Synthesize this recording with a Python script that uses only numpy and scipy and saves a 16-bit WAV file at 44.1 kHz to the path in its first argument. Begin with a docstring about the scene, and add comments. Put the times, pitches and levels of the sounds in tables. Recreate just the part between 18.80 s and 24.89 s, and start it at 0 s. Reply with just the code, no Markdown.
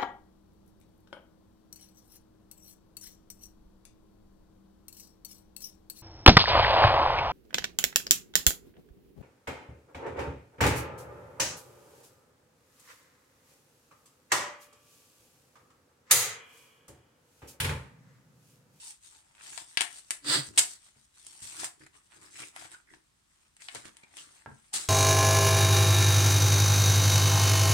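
"""Hook-and-loop wallet, opened close up

In a small quiet room the flap lets go in hard snaps, one long rasping pull and a last short rip.
Released hooks crack and jerk the taut flap; ribs of weave chop the rasp and drum on the pouch.
Hands then turn the cloth over: fibres slip, scuff and squeak, and soft knocks ring the covered table."""
import sys
import numpy as np
from scipy import signal
from scipy.fft import rfft, irfft
from scipy.io import wavfile
from scipy.ndimage import uniform_filter1d

SR = 44100
rng = np.random.default_rng(int(sys.argv[2]) if len(sys.argv) > 2 else 0)


def materialize(psi):
    """Save the field psi as 16-bit PCM at rate SR to the path in sys.argv[1].

    A 1-D psi becomes a single channel; in a 2-D psi each row is a channel.
    """
    bounded = np.clip(np.atleast_2d(psi).T, -1, 1)
    quanta = np.round(bounded * 32767).astype(np.int16)
    wavfile.write(sys.argv[1], SR, quanta)


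N = 268480
TIME = np.arange(N) / SR


def amp(db):
    """Decibels to gain."""
    return 10 ** (np.asarray(db) / 20)


def unit(x):
    """Scale to rms 1."""
    return x / np.sqrt(np.mean(x ** 2) + 1e-20)


def read(points, hz):
    """Interpolate a table on a log-frequency axis."""
    f, value = np.transpose(points)
    return np.interp(np.log(hz + 1), np.log(f + 1), value)


def add(mix, start_s, sound):
    """Mix a sound in at start_s."""
    part = mix[..., max(round(start_s * SR), 0):][..., :sound.shape[-1]]
    part += sound[..., :part.shape[-1]]


def level(rows, column, fade_s=0.008):
    """Gain over time from one dB column, fading outside its rows."""
    rows = np.array(rows)
    outside_s = np.maximum(rows[0, 0] - TIME, 0) + np.maximum(TIME - rows[-1, 0], 0)
    return amp(np.interp(TIME, rows[:, 0], rows[:, column])) * np.exp(-outside_s / fade_s)


def sides(db):
    """Stereo gains for a left-minus-right level."""
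    return amp([[db / 2], [-db / 2]])


def colour(pair, spectrum, tilt_db_oct=0):
    """Shape two independent signals into what two spaced microphones hear, rms 1."""
    # left-right likeness: (frequency [Hz], correlation [-1..1])
    likeness = [(60, 1), (200, 0.34), (350, 0.064), (650, -0.54), (1200, 0.2), (2500, -0.32), (4500, 0.28),
                (8500, -0.19), (14000, -0.22)]
    size = pair.shape[1]
    hz, z = np.fft.rfftfreq(size, 1 / SR), rfft(pair)
    alike = np.clip(read(likeness, hz), -1, 1)
    mid, side = z[0] * np.sqrt(1 + alike), z[1] * np.sqrt(1 - alike)
    gain = amp(read(spectrum, hz) + tilt_db_oct * np.log2(np.maximum(hz, 250) / 1000))
    return unit(irfft(np.array([mid + side, mid - side]) * gain, size))


def wander(scale_s):
    """Smooth random drift, rms 1."""
    hz = np.fft.rfftfreq(N, 1 / SR)
    return unit(irfft(rfft(rng.standard_normal(N)) / (1 + (hz * scale_s) ** 4), N))


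def fibres(per_s, spread_db, clump_db, smooth):
    """Clumps of tiny, uneven fibre slips over smooth sliding noise."""
    slips = (rng.random(N) < per_s / SR) * amp(spread_db * np.minimum(rng.exponential(1, N), 4))
    grains = unit(slips * rng.choice([-1., 1.], (2, N))) + smooth * rng.standard_normal((2, N))
    return grains * amp(clump_db * wander(0.064))


def click(gain, size=4096):
    """Minimum-phase pulse with this spectrum, peak 1."""
    log_gain = np.log(np.maximum(gain, 1e-5))
    mirrored = np.concatenate([log_gain, log_gain[-2:0:-1]])
    pulse = np.fft.ifft(np.exp(np.conj(signal.hilbert(mirrored)))).real[:size]
    return pulse / abs(pulse).max()


def ring(modes, size=12000):
    """Decaying struck modes, each slightly sharp at random, peak 1."""
    t = np.arange(size) / SR
    out = sum(amp(db - 60 * t / t60_s) * np.sin(2 * np.pi * hz * rng.uniform(1.0, 1.04) * t)
              for hz, db, t60_s in modes)
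    return out / abs(out).max()


def hush(rms_db=-72):
    """Faint steady room noise."""
    # noise spectrum: (frequency [Hz], level [dB])
    spectrum = [(15, -32.5), (25, -15.5), (53, -4.5), (74, -8.5), (170, -12.5), (206, -14), (373, -20),
                (439, -22.5), (531, -22), (1040, -19), (2550, -22), (8590, -26.5), (11000, -30),
                (16000, -39.5)]
    return amp(rms_db) * colour(rng.standard_normal((2, N)), spectrum)


def room(x, first_s=0.0015, size=22050):
    """Sparse reflections from near walls, each band decaying at its own rate."""
    # reverberation: (frequency [Hz], t60 [s])
    decay = [(200, 0.24), (530, 0.26), (1400, 0.29), (3700, 0.22), (9700, 0.24), (16000, 0.23)]
    taps = rng.standard_normal((2, size)) * (rng.random((2, size)) < 0.1)
    taps *= np.arange(size) > first_s * SR
    hz, t, z = signal.stft(taps, SR, nperseg=256)
    tail = signal.istft(z * amp(-60 * t / read(decay, hz)[:, None]), SR, nperseg=256)[1]
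    tail /= np.linalg.norm(tail, axis=1, keepdims=True)
    bass = signal.sosfilt(signal.butter(2, 350, fs=SR, output="sos"), tail[0] - tail[1]) / 2
    tail += np.array([-bass, bass])  # long waves reach both microphones alike
    return signal.fftconvolve(x, tail, axes=1)[:, :N]


def thuds():
    """A padded blow rings the table low; a harder one adds a hollow knock."""
    # blows on table and wallet: (time [s], thud [dB], knock [dB], table pitch [ratio])
    blows = [(1.69, -43, -75, 0.79), (1.785, -47, -53.5, 0.83), (2.164, -57.5, -68, 0.98),
             (2.622, -47.5, -75, 0.47), (2.64, -54, -75, 1), (4.963, -50, -59, 0.93),
             (5.056, -49.5, -69, 1), (5.661, -58, -29.5, 0.86), (5.672, -41, -58, 1),
             (5.689, -46, -46, 0.89), (5.715, -44, -44.5, 1)]
    # low ring and hollow knock: (frequency [Hz], level [dB], t60 [s])
    table_modes = [(66, -18, 0.049), (100, -3, 0.11), (131, -3, 0.23), (221.4, -5, 0.22), (278, -6, 0.13),
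                   (412.4, -1.5, .04)]
    knock_modes = [(865, -0.5, 0.014), (1010, -6, .015), (1330, -5, 0.024), (1544, -5, 0.039)]
    out = np.zeros((2, N))
    for start_s, thud_db, knock_db, pitch in blows:
        low = ring([(hz * pitch, db, t60_s) for hz, db, t60_s in table_modes])
        knock = np.array([ring(knock_modes), ring(knock_modes)]) * sides(-1.5)
        add(out, start_s, amp(thud_db) * low + amp(knock_db) * knock)
    return signal.sosfilt(signal.butter(1, 60, "highpass", fs=SR, output="sos"), out)


def stroke(start_s, length_s, rise_s=0.008, fall_s=0.027):
    """Speed of a sliding hand: rise, hold, fall. Longer strokes start more gently."""
    rise = 1 / (1 + np.exp(np.clip((start_s - TIME) / (rise_s + 0.038 * length_s), -20, 20)))
    return rise * np.exp(-np.clip((TIME - start_s - length_s) / fall_s, 0, 20))


def hollows(x, depth_db=3.0):
    """Gaps between hands and cloth keep changing, so small resonances come and go."""
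    z = signal.stft(x, nperseg=512, noverlap=384)[2]
    patches = uniform_filter1d(rng.standard_normal(z.shape[1:]), size=4, axis=0)
    patches = unit(uniform_filter1d(patches, size=16, axis=1))
    return unit(signal.istft(z * amp(depth_db * patches), nperseg=512, noverlap=384)[1][:, :N])


def rustle(contact_db=-76, give_db=-11, bend_s=0.035):
    """Cloth slides with a hiss, fingers rub over it and the wallet creaks low as it flexes."""
    # hand strokes: (start [s], length [s], hiss [dB], rub [dB])
    strokes = [(0, .11, -47.5, -66), (0.227, 0.055, -53.5, -71.5), (0.306, 0.086, -59, -67.5),
               (0.435, 0.14, -70, -71.5), (0.586, 0.065, -59, -58), (0.628, .19, -47.5, -57.5),
               (0.852, 0.099, -56.5, -67), (1.102, 0.082, -49, -60), (1.23, 0.082, -62.5, -69.5),
               (1.631, 0.047, -49, -63), (1.752, 0.073, -49.5, -52), (1.867, 0.076, -47.5, -63.5),
               (2.008, 0.08, -60, -71), (2.144, 0.11, -67, -78.5), (2.348, 0.13, -58.5, -73.5),
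               (2.45, 0.14, -54, -65.5), (2.62, 0.22, -45, -58), (2.79, 0.054, -42, -46),
               (2.995, 0.043, -60, -74), (3.142, 0.031, -61, -62), (3.218, 0.053, -71, -79),
               (3.312, 0.06, -61, -60.5), (3.41, 0.054, -55, -56.5), (3.522, 0.16, -52, -67),
               (3.581, 0.04, -47, -50.5), (3.752, 0.098, -50.5, -54.5), (3.911, 0.032, -53, -56),
               (4.107, 0.047, -63.5, -73), (4.509, 0.17, -71.5, -77), (4.818, 0.18, -55, -66),
               (4.94, 0.038, -56, -54), (5.042, 0.036, -54, -57), (5.114, 0.24, -71, -69.5),
               (5.344, 0.065, -53.5, -61), (5.423, .2, -63.5, -65.5), (5.632, .26, -67, -74.5),
               (5.953, 0.1, -42, -53.5)]
    # tightest bends: (time [s], level [dB])
    bends = [(1.705, -65), (1.745, -56.5), (3.041, -57), (3.425, -62.5), (3.615, -61), (4.134, -62)]
    # sliding cloth, fingers, folding: (frequency [Hz], level [dB])
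    hiss_spectrum = [(600, -27), (1800, -16), (3200, -8), (5600, -7), (7000, -5.5), (8500, 1.5), (9400, -5),
                     (10500, -14.5), (14000, -24), (16000, -30)]
    rub_spectrum = [(200, -19), (500, -7), (900, 1), (1250, -1.5), (1650, 0.5), (2200, -0.5), (3200, -6),
                    (6000, -25.5), (12000, -49.5)]
    fold_spectrum = [(30, -20), (90, -8), (140, -1.5), (220, -10.5), (320, 3.5), (480, -10), (900, -35),
                     (3000, -52.5)]
    power = np.zeros((2, N))
    power[0] = amp(contact_db) ** 2  # held cloth never lies quite still
    for start_s, length_s, hiss_db, rub_db in strokes:
        power += (amp([[hiss_db], [rub_db]]) * stroke(start_s, length_s)) ** 2
    hiss_gain, rub_gain = np.sqrt(power)
    fold_gain = sum(amp(db) * np.exp(-abs(TIME - at_s) / bend_s) for at_s, db in bends)
    fold_gain += amp(give_db) * rub_gain  # the wallet gives under the fingers
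    creases = fibres(per_s=160, spread_db=3, clump_db=2, smooth=0.5)
    catches = fibres(per_s=350, spread_db=3.5, clump_db=1.5, smooth=0.6)
    slips = fibres(per_s=2500, spread_db=3.4, clump_db=0.94, smooth=0.41)
    hiss = hiss_gain * hollows(colour(slips, hiss_spectrum)) * sides(2.3)
    rub = rub_gain * hollows(colour(catches, rub_spectrum)) * sides(0.67)
    return hiss + rub + fold_gain * colour(creases, fold_spectrum)


def scuffs(size=12000):
    """Quick scrapes on the cloth catch and run out."""
    # scrapes: (start [s], peak rms [dB], rise [s], decay [s], tilt [dB/octave])
    scrapes = [(1.443, -42.5, 0.0016, 0.014, -4.5), (2.623, -42.5, 0.0044, 0.032, 1.5),
               (2.791, -37, 0.011, 0.015, 2), (2.842, -33, 0.0067, .015, 2),
               (3.617, -44.5, .003, 0.013, -4), (3.846, -48, 0.0026, .017, -4.5),
               (4.804, -53.5, .002, .039, 2), (4.947, -43.5, .002, 0.042, -3),
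               (5.052, -51, 0.0026, .025, -6), (5.233, -54.5, 0.0035, 0.0064, -5),
               (5.368, -48, .002, 0.069, -0.5), (5.929, -26.5, 0.014, 0.023, 1),
               (5.959, -36, 0.0047, 0.039, -1)]
    # scraped cloth: (frequency [Hz], level [dB])
    spectrum = [(25, -26), (100, -8), (300, -5), (520, -2.5), (760, -22.5), (1100, -1), (1600, 1),
                (2600, -0.5), (4300, 5.5), (5800, 2.5), (8200, 10), (9400, 5.5), (10600, -6), (16000, -19)]
    out, t = np.zeros((2, N)), np.arange(size) / SR
    grains = fibres(per_s=3500, spread_db=3.2, clump_db=1, smooth=0.44)
    for start_s, db, rise_s, decay_s, tilt_db_oct in scrapes:
        envelope = np.minimum(t / rise_s, 1) * np.exp(-np.maximum(t - rise_s, 0) / decay_s)
        drive = np.roll(grains, -round(start_s * SR), axis=1)[:, :size]
        add(out, start_s, amp(db) * envelope * colour(drive, spectrum, tilt_db_oct))
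    return out * sides(0.6)


def squeaks(stutter_db=4, stutter_s=0.012):
    """Uneven stick-slip sings in one gliding resonance of the stretched cloth."""
    # finger drags: (start [s], length [s], rms [dB], first pitch [Hz], last pitch [Hz], width [Hz])
    drags = [(0, 0.15, -67.5, 980, 840, 117), (.3, 0.2, -76.5, 880, 830, 140),
             (2.996, 0.0694, -62.5, 1750, 1950, 895), (3.059, .02, -58, 1880, 1780, 900),
             (3.519, 0.18, -54, 2160, 2430, 900), (3.934, 0.029, -51.5, 1670, 1350, 120),
             (3.981, 0.031, -69, 1444, 1440, 252), (4.053, 0.12, -64, 2000, 1670, 473),
             (4.786, 0.06, -59.5, 2180, 2050, 795), (5.228, 0.028, -58, 2256, 2350, 221),
             (5.363, 0.072, -54.5, 3150, 2980, 514), (4.937, 0.031, -52.5, 466, 453, 248),
             (5.922, 0.054, -50.5, 790, 822, 118)]
    out = np.zeros((2, N))
    slips = fibres(per_s=600, spread_db=2, clump_db=1, smooth=0.7) * amp(stutter_db * wander(stutter_s))
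    for start_s, length_s, db, first_hz, last_hz, width_hz in drags:
        size = round(length_s * SR)
        carrier = np.exp(2j * np.pi * np.cumsum(np.linspace(first_hz, last_hz, size)) / SR)
        drive = np.roll(slips, -round(start_s * SR), axis=1)[:, :size]
        lowpass = signal.butter(2, width_hz / 2, fs=SR, output="sos")
        sung = (carrier * signal.sosfilt(lowpass, drive / carrier)).real  # gliding band-pass
        add(out, start_s, amp(db) * unit(sung * signal.windows.tukey(size, 0.7)))
    return out


def pull(gain_db=-1, chop=0.35, jitter=0.18, rib_tone_db=-26):
    """Ribs of weave catch in turn: they chop the rasp and drum on the hollow pouch."""
    # course of the pull: (time [s], rasp [dB], drone [dB])
    levels = [(1.42, -68, -70.5), (1.464, -37.5, -45), (1.494, -25, -40.5), (1.538, -21.5, -44),
              (1.588, -29.5, -36), (1.664, -54, -62.5), (1.69, -59.5, -62)]
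    # ribs passing: (time [s], rate [Hz])
    ribs = [(1.42, 279.7), (1.49, 323.2), (1.53, 333.4), (1.56, 347), (1.577, 302), (1.588, 131.7),
            (1.69, 123)]
    # tearing hooks: (frequency [Hz], level [dB])
    rasp_spectrum = [(60, -46.5), (200, -15), (450, -9.5), (1000, -10.5), (1650, -3), (2350, -12),
                     (3500, -3), (4700, -2.5), (5300, -9.5), (6600, -13), (8250, 0.5), (9400, -12),
                     (10200, -25), (15000, -25)]
    # thin tones in the rasp, pouch resonances: (frequency [Hz], width [Hz], gain [dB])
    whistles = [(1970, 16, 9), (3687, 46, 2.5), (4100, 50, 4), (4750, 230, 6.5)]
    pouch_modes = [(140, 32, 3), (300, 41, -2.5)]
    rate_hz = np.interp(TIME, *np.transpose(ribs)) * (1 + jitter * wander(0.0032))
    phase = 2 * np.pi * np.cumsum(rate_hz) / SR
    hz = np.fft.rfftfreq(N, 1 / SR) + 1
    grains = fibres(per_s=7000, spread_db=1.1, clump_db=0.8, smooth=0.99)
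    rasp = colour(grains * (1 + chop * np.cos(phase)), rasp_spectrum)
    lift = 1 + sum((amp(db) - 1) / (1 + 2j * (hz - f) / width) for f, width, db in whistles)
    rasp = unit(irfft(rfft(rasp) * lift, N)) * sides(-2.0)
    tugs = np.cos(phase) + 0.88 * np.cos(2 * phase) + 1.8 * rng.standard_normal(N)
    pouch = sum(amp(db) / (1 + 1j * f / width * (hz / f - f / hz)) for f, width, db in pouch_modes)
    pouch /= 1 + (hz / 550) ** 4
    drone = irfft(rfft(tugs) * pouch, N) + amp(rib_tone_db) * np.cos(phase)
    drone /= np.sqrt(uniform_filter1d(drone ** 2, size=900) + 1e-12)  # running rms 1
    return amp(gain_db) * (level(levels, column=1) * rasp + level(levels, column=2) * drone)


def rip(start_s=1.7765, end_s=1.7944, count=9, first_db=-19, last_db=-15.5, spread_db=2.0):
    """The last hooks tear off in one uneven run under growing load: event rows for snaps()."""
    late, strength, pitch, crack, pan = rng.standard_normal((count, 5)).T
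    times_s, gap_s = np.linspace(start_s, end_s, count, retstep=True)
    db = np.linspace(first_db, last_db, count) + spread_db * strength
    flap_hz = 2900 * np.exp(0.15 * pitch)
    crack_db = 13 + spread_db * (crack - strength) / 2
    pan_db = 2 + spread_db * pan
    return list(zip(times_s + 0.2 * gap_s * late, db, flap_hz, crack_db, pan_db))


def snap_paths(pan_db, t, scatter_db=-11, scatter_s=0.0049, lag_s_per_db=0.00005):
    """Stereo impulse response: direct sound, then scatter and bounces off hands and table."""
    # echoes off the table top and nearby things: (delay [s], level [dB])
    bounces = [(.0003, -14), (.0029, -7.5), (.0085, -13.5), (0.0236, -19.5)]
    paths = rng.standard_normal((2, t.size)) * (rng.random((2, t.size)) < 0.15) * np.exp(-t / scatter_s)
    paths *= amp(scatter_db) / np.linalg.norm(paths, axis=1, keepdims=True)
    right_lag_s = lag_s_per_db * max(pan_db, 0)  # further left arrives later on the right
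    for path, direct_s in zip(paths, (0, right_lag_s)):
        path[round(direct_s * SR)] += 1
        for delay_s, db in bounces:
            path[round((direct_s + delay_s * rng.uniform(0.9, 1.1)) * SR)] += amp(db)
    return paths


def snaps(flap_q=0.63, push_db=-16, ring_db=-18, burst_s=0.00035, highpass_hz=170, size=4096):
    """A few hooks let go together: they crack, and the taut flap jerks and rings."""
    # hook releases and cloth flicks:
    # (time [s], strength [dB], flap pitch [Hz], crack re flap [dB], left-right [dB])
    releases = [(.551, -47, 1850, -8, 1.5), (.777, -28.5, 1210, 6.5, 7), (0.9728, -5, 2600, -9.5, 8),
                (1.0084, -8.5, 2300, 1.5, 7), (1.0181, -17, 2340, 3, 13), (1.3073, -13.5, 2800, 6, 1),
                (2.467, -36.5, 4570, 8.5, 0), (2.833, -29.5, 940, -10, 6), (2.8443, -25.5, 1850, 8, -6.5),
                (3.066, -49.5, 1125, 10, 0.5), (3.321, -46.5, 1710, -9, -6), (3.63, -36.5, 1910, -7, 1.5),
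                (3.7629, -29.5, 1530, 1, 5), (3.822, -38, 1000, -8, 7), (3.853, -36, 1290, -4, 4),
                (3.917, -47, 1500, 14.5, 1), (4.138, -41, 1500, -15, 2.5), (4.767, -43.5, 2390, 3, 3.5),
                (4.821, -40.5, 2210, 3.5, 10), (4.8863, -24, 2100, -15, 5), (4.949, -38, 690, 14, 9),
                (5.055, -39, 1580, -1, -11), (5.169, -40.5, 2180, 4.5, 3), (5.3695, -42.5, 3160, 10, 12.5)]
    # hook crack, hollow wallet's response: (frequency [Hz], level [dB])
    crack_spectrum = [(30, -58.5), (200, -24.5), (1200, -20), (4500, -12), (6000, -14.5), (7300, -6.5),
                      (8400, -2), (9400, -9), (10600, -19), (14000, -28.5), (17000, -46.5)]
    body_spectrum = [(200, -5), (430, -4), (700, 4.5), (950, 3), (1270, -6), (1750, 2), (2400, -0.5),
                     (3200, -0.5), (4300, 1), (6000, 0.5)]
    # stiff flap: (frequency [Hz], level [dB], t60 [s])
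    flap_modes = [(740, -0.5, 0.0085), (960, -9, .014), (1750, -1.5, 0.011), (2193, 3.5, .022),
                  (2860, 0.5, 0.025), (4390, -0.5, 0.016)]
    out, hz, t = np.zeros((2, N)), np.fft.rfftfreq(size, 1 / SR) + 1, np.arange(size) / SR
    hook = click(amp(read(crack_spectrum, hz)))
    body = amp(read(body_spectrum, hz)) / (1 + (hz / 6500) ** 10)
    push = amp(push_db) / (1 + (hz / 1200) ** 2) / (1 + (450 / hz) ** 3)
    for start_s, db, flap_hz, crack_db, pan_db in releases + rip():
        swing = 1 / (1 + (flap_q * (hz / flap_hz - flap_hz / hz)) ** 2)
        jerk = click(body * (swing + push))
        burst = rng.choice([-1., 1.], (2, size)) * np.exp(-t / burst_s)
        crack = signal.fftconvolve(burst / np.linalg.norm(burst[0]), hook[None], axes=1)[:, :size]
        pulse = jerk + amp(ring_db) * ring(flap_modes, size) + amp(crack_db) * crack
        heard = signal.fftconvolve(snap_paths(pan_db, t), pulse, axes=1)
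        add(out, start_s, amp(db) * sides(pan_db) * heard)
    return signal.sosfilt(signal.butter(1, highpass_hz, "highpass", fs=SR, output="sos"), out)


def scene():
    """Wallet and table in the room, over its hush."""
    snap, rasp = snaps(), pull()
    cloth = rustle() + scuffs() + squeaks()
    thud = thuds()
    echo = room(amp(-5.5) * snap + amp(-9) * (rasp + cloth) + thud)
    return snap + rasp + cloth + thud + echo + hush()


def record(dry):
    """Soft peak limiting, then the recorder's band limit."""
    ceiling, edge_hz = 0.7, 16100
    rounded = dry / (1 + (dry / ceiling) ** 6) ** (1 / 6)
    lowpass = signal.firwin(301, edge_hz, window=("kaiser", 8), fs=SR)
    return signal.oaconvolve(rounded, lowpass[None], "same")


dry = scene()
out = record(dry)
materialize(out)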